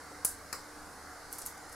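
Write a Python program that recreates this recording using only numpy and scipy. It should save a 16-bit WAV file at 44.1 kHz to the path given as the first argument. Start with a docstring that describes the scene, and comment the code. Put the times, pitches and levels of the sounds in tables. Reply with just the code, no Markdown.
"""Cat through a bead curtain

A cat brushes through a bead curtain in the doorway of a small bare room, heard in stereo.
Strands meet in short clusters of hard, bright clicks: shaped snaps with a shiver, echoes and room.
The hardest one overloads the recorder: a dull one-sided dip. A heavier bead knocks on broad
resonances, sliding strands crackle in random grains and the cat scuffs in dull noise.
Behind lie a steady outdoor wash of filtered noise and a hum of wavering sines."""
import sys
import numpy as np
from scipy import signal
from scipy.fft import rfft, irfft
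from scipy.io import wavfile
from scipy.ndimage import uniform_filter1d

SR = 44100
rng = np.random.default_rng(int(sys.argv[2]) if len(sys.argv) > 2 else 0)


def wav_record(signal):
    """Record a signal, one row per channel, as 16-bit PCM in the file named by sys.argv[1]."""
    frames = np.transpose(np.atleast_2d(signal))
    bounded = np.clip(frames, -1, 1)
    # unit amplitude maps onto the largest positive 16-bit level
    quanta = np.round(bounded * 32767).astype(np.int16)
    wavfile.write(sys.argv[1], SR, quanta)


N = 77175  # length [samples]

# Bead against bead:
# (time [s], snap peak before panning [dB], left over right [dB], pitch [Hz], room and shiver [dB])
CLICKS = [(0.2478, -16, 3, 10500, -5), (0.2492, -21, 1, 10900, 2), (0.2498, -8.5, -1, 10500, -1.5),
          (0.2509, -15.5, 0, 10000, 3), (0.2510, -23, -6, 9700, 1), (0.2536, -19, -3, 10300, -2),
          (0.254, -14, -1, 10600, -3.5), (1.311, -44, 0, 10500, -3), (1.3244, -35, 0, 10500, 0),
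          (1.3278, -20.5, 0, 11200, -3.5), (1.3365, -34.5, 2, 7400, 1), (1.3536, -39, 0, 10100, -1),
          (1.384, -31, -1, 11300, 4), (1.3878, -27, -3, 10000, 1), (1.4168, -31, 0, 9700, -5),
          (1.4192, -30, -2, 8400, -1), (1.4220, -34, 1, 5900, 1.5), (1.429, -42, 0, 5700, 1),
          (1.4526, -35, 0, 10500, -2), (1.4622, -18.5, 2, 11100, -2.5), (1.4690, -24, 0, 10500, -7.5),
          (1.4726, -32.5, 2, 6660, 1), (1.7266, -38, -7, 10500, 1)]
# Relative colour of a click pitched at COLOUR_HZ: (frequency [Hz], level [dB])
CLICK_COLOUR = [(100, -37), (700, -39), (1500, -15), (2000, -24.5), (2700, -21), (3500, -26.5), (4500, -15),
                (6500, -8), (8200, -3.5), (10000, 1.5), (12000, 0), (14000, -12), (16000, -15)]
COLOUR_HZ = 10500
WASH_EDGE_HZ, RECORDER_EDGE_HZ = 15800, 16400  # upper band limits
BACKGROUND_SIDE_DB = -0.84  # left over right


def amp(db):
    """Decibels to gain."""
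    return 10 ** (np.asarray(db) / 20)


def unit(x):
    """Scales to rms 1."""
    return x / np.sqrt(np.mean(x ** 2) + 1e-20)


def read(points, hz):
    """Reads a table on a log-frequency axis."""
    f, value = np.transpose(points)
    return np.interp(np.log(hz + 1), np.log(f + 1), value)


def pan(db):
    """Left and right gains for a level difference, left over right."""
    return amp(np.array([[db], [-db]]) / 2)


def add(mix, s, sound):
    """Mixes a sound in at a time in seconds."""
    part = mix[:, max(round(s * SR), 0):][:, :sound.shape[-1]]
    part += sound[..., :part.shape[1]]


def bump(middle_s, spread_s):
    """A Gaussian swell in time, peak 1."""
    return np.exp(-.5 * ((np.arange(N) / SR - middle_s) / spread_s) ** 2)


def convolve(x, response):
    """Passes a sound through a response."""
    return signal.fftconvolve(np.atleast_2d(x), np.atleast_2d(response), axes=1)[:, :N]


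def low_pass(x, hz):
    """Steep band limit without delay."""
    taps = signal.firwin(255, hz, window=("kaiser", 8), fs=SR)
    return signal.oaconvolve(x, taps[None], "same")


def drift(rate_hz):
    """Slow random wander of rms 1: noise with a Gaussian roll-off set by rate_hz."""
    hz = np.fft.rfftfreq(N, 1 / SR)
    spectrum = rfft(rng.standard_normal(N))
    return unit(irfft(spectrum * np.exp(-(hz / rate_hz) ** 2), N))


def snap(colour, size=2048):
    """The shortest causal (minimum-phase) pulse with a given colour, peak 1."""
    log_gain = np.log(amp(read(colour, abs(np.fft.fftfreq(size, 1 / SR)))))
    spectrum = np.exp(np.conj(signal.hilbert(log_gain)))
    pulse = np.fft.ifft(spectrum).real[:size // 2]
    return pulse / abs(pulse).max()


def noise_pair(size, count=N):
    """Short-time spectra of noise at two close microphones, alike by a different amount in each band."""
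    # Left-right likeness: (frequency [Hz], correlation [0 to 1])
    likeness = [(50, 0.75), (500, 0.84), (1500, 0.88), (3000, 0.82), (5000, 0.59), (9000, 0.81),
                (13000, 0.069)]
    noise = rng.standard_normal((2, count))
    hz, t, (a, b) = signal.stft(noise, SR, nperseg=size, noverlap=size - size // 4)
    same = np.clip(read(likeness, hz), -1, 1)[:, None]
    return hz, t, np.array([a, same * a + np.sqrt(1 - same ** 2) * b])


def to_sound(z, size):
    """Short-time spectra back to sound."""
    return signal.istft(z, nperseg=size, noverlap=size - size // 4)[1][:, :N]


def tail(t60, build_s):
    """A grainy decay of energy 1: reflections arrive in clumps, each band dying at its own speed."""
    clump_db = 4
    hz, t, z = noise_pair(size=256, count=12800)
    out = to_sound(z * amp(-60 * t / read(t60, hz)[:, None]), size=256)
    count = out.shape[1]
    clumps = unit(uniform_filter1d(rng.standard_normal(count), size=20))
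    build = 1 - np.exp(-np.arange(count) / SR / build_s)
    out = out * amp(clump_db * np.minimum(clumps, 2)) * build
    return out / np.linalg.norm(out, axis=1, keepdims=True)


def room():
    """The small bare room's reply builds up over milliseconds, then dies away band by band."""
    # Decay time by band: (frequency [Hz], time to fall 60 dB [s])
    room_t60 = [(300, 0.44), (1500, 0.13), (5000, 0.28), (9000, 0.26), (12000, 0.2), (16000, 0.27)]
    return tail(room_t60, build_s=0.0056)


def wash():
    """Distant outdoor noise and thin hiss, in slowly shifting patches of time and frequency."""
    # Relative colour of the background: (frequency [Hz], density [dB per Hz])
    wash_colour = [(20, -3.5), (40, -6.5), (70, -9), (120, -17), (200, -8.5), (400, -8), (600, -6),
                   (780, -4.5), (1000, -5), (1530, -3.5), (1750, -8.5), (2100, -10), (2550, -23),
                   (3400, -24), (4200, -16), (5000, -15), (7000, -18), (10000, -18.5), (11500, -21.5),
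                   (13000, -26), (15700, -32.5)]
    level_db, patch_db = -49.5, 2  # rms before panning, rms of the patches
    hz, t, z = noise_pair(size=2048)
    patches = uniform_filter1d(rng.standard_normal(z.shape[1:]), size=8, axis=0)  # across frequency
    patches = unit(uniform_filter1d(patches, size=10, axis=1))  # across time
    gain = amp(read(wash_colour, hz)[:, None] + patch_db * patches)
    sound = low_pass(to_sound(z * gain, size=2048), WASH_EDGE_HZ)
    return amp(level_db) * pan(BACKGROUND_SIDE_DB) * unit(sound)


def hum():
    """Faint tones of a far machine: sines that waver in pitch and flutter in level."""
    # Machine tones: (mean frequency [Hz], rms level before panning [dB])
    hum_tones = [(74.3, -65.5), (100, -71), (149, -73), (268, -72), (299, -63.5), (468, -67.5), (492, -76),
                 (736, -65)]
    waver_hz, flutter = 1.82, 0.33  # rms pitch wander, rms fraction of level
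    total = np.zeros(N)
    for hz, db in hum_tones:
        level = 1 + flutter * drift(5.0)
        cycles = rng.random() + np.cumsum(hz + waver_hz * drift(6.85)) / SR
        total += amp(db) * unit(level * np.sin(2 * np.pi * cycles))
    return pan(BACKGROUND_SIDE_DB) * total


def shuffle():
    """A faint, dull scuff as the cat shifts its weight on the floor: a short swell of coloured noise."""
    # Relative colour of the scuff: (frequency [Hz], level [dB])
    scuff_colour = [(100, -28), (280, 12), (480, 12), (850, 15), (1500, -13), (3000, -42), (16000, -47)]
    level = amp(-51.5) * bump(middle_s=0.12, spread_s=0.012)
    return level * unit(convolve(rng.standard_normal(N), snap(scuff_colour)))


def clicks():
    """Each contact is a tiny snap, followed by the strand's shiver, near echoes and the room."""
    # Early echoes off the door and floor: (delay [s], left level [dB], right level [dB])
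    early_echoes = [(.0003, -13, -11), (.0012, -20, -15), (.00285, -22, -4.5), (.0039, -18, -18),
                    (.0066, -19, -19), (.0103, -24, -17)]
    shiver_db, shiver_t60 = 0.5, 0.034  # relative to the room; time to fall 60 dB [s]
    out, source = np.zeros((2, N)), np.zeros((1, N))
    for s, db, side_db, pitch_hz, room_db in CLICKS:
        # Larger beads and softer contacts shift the colour down.
        colour = [(hz * pitch_hz / COLOUR_HZ, level) for hz, level in CLICK_COLOUR]
        pulse = amp(db) * snap(colour)
        shiver = amp(shiver_db) * tail([(1, shiver_t60)], build_s=0.0005)
        space = amp(room_db) * (room() + shiver)
        add(out, s, pan(side_db) * pulse)
        add(out, s, low_pass(convolve(pulse, space), WASH_EDGE_HZ))
        add(source, s, pulse)
    for delay_s, left_db, right_db in early_echoes:
        add(out, delay_s, amp([[left_db], [right_db]]) * source)
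    return out


def overload():
    """The recorder overloads on the hardest click: a brief, dull one-sided dip."""
    hardest_s = max(CLICKS, key=lambda row: row[1])[0]
    return -amp(-24) * bump(hardest_s, spread_s=0.00013)


def resound(colour, side_db, chatter_db, chatter_t60, room_db):
    """One blow on a set of broad resonances: the strike, its quick chatter and the room."""
    blow = amp(chatter_db) * tail([(1, chatter_t60)], build_s=0.00038)
    blow[:, 0] += 1  # the strike itself
    return convolve(pan(side_db) * blow + amp(room_db) * room(), snap(colour))


def knock():
    """A heavier bead rattles on something hollow: a woody body, and a bright ring off to the left."""
    # The heavy bead and its rebounds: (time [s], body strike [dB], ring strike [dB])
    blows = [(0.5277, -32, -29), (.5289, -29, -25), (0.5328, -35, -32), (0.5385, -36, -45),
             (.5590, -41, -45)]
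    # Relative colour of the woody body: (frequency [Hz], level [dB])
    body_colour = [(150, -16), (450, -7), (700, -7.5), (900, -9), (1080, 1), (1330, 1.5), (1600, -7),
                   (1950, -5), (2400, -13), (3000, -20), (3600, -35), (16000, -60)]
    # Relative colour of the bright ring: (frequency [Hz], level [dB])
    ring_colour = [(200, -40), (3600, -32), (4050, -6), (4550, 0), (5100, 2.5), (5750, -3), (6200, -11),
                   (6900, -3), (7250, -5), (7650, 3), (8200, -7), (9100, -7), (9650, 0), (10300, -9),
                   (11600, -6), (12900, -11), (14000, -8), (16000, -18)]
    out = np.zeros((2, N))
    for s, body_db, ring_db in blows:
        body = resound(body_colour, side_db=1, chatter_db=1, chatter_t60=.03, room_db=1)
        ring = resound(ring_colour, side_db=9, chatter_db=4, chatter_t60=.02, room_db=4)
        add(out, s, amp(body_db) * body)
        add(out, s, amp(ring_db) * ring)
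    return low_pass(out, WASH_EDGE_HZ)


def tilted(colour, db_per_octave, from_hz=4000):
    """Makes the treble of a colour brighter or duller."""
    return [(hz, db + db_per_octave * np.log2(max(hz / from_hz, 1))) for hz, db in colour]


def rustle():
    """Strands sliding past each other make a fine crackle of tiny contacts, duller than the clicks."""
    # Slides: (middle [s], spread [s], level before panning and room [dB])
    slides = [(1.318, 0.0057, -61), (1.345, 0.016, -51.5), (1.391, 0.0061, -48.5), (1.420, 0.004, -56),
              (1.458, 0.0028, -44), (1.473, 0.0085, -52), (1.579, 0.0033, -54), (1.698, .003, -54),
              (1.728, 0.0063, -53)]
    grains_per_s, grain_spread_db, room_db = 2000, 3, -3.5
    level = sum(amp(db) * bump(s, spread) for s, spread, db in slides)
    contacts = rng.random(N) < grains_per_s / SR
    signs = rng.choice([-1, 1], N)
    grains = contacts * signs * amp(grain_spread_db * rng.standard_normal(N))
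    colour = tilted(CLICK_COLOUR, db_per_octave=-9.5)
    sound = level * unit(convolve(grains, snap(colour)))
    return low_pass(pan(-2.2) * sound + amp(room_db) * convolve(sound, room()), WASH_EDGE_HZ)


def scene():
    """Cat and beads in the doorway over the background, with the recorder's overload."""
    return wash() + hum() + shuffle() + clicks() + overload() + knock() + rustle()


def record(dry):
    """The recorder's band limit."""
    return low_pass(dry, RECORDER_EDGE_HZ)


dry = scene()
out = record(dry)
wav_record(out)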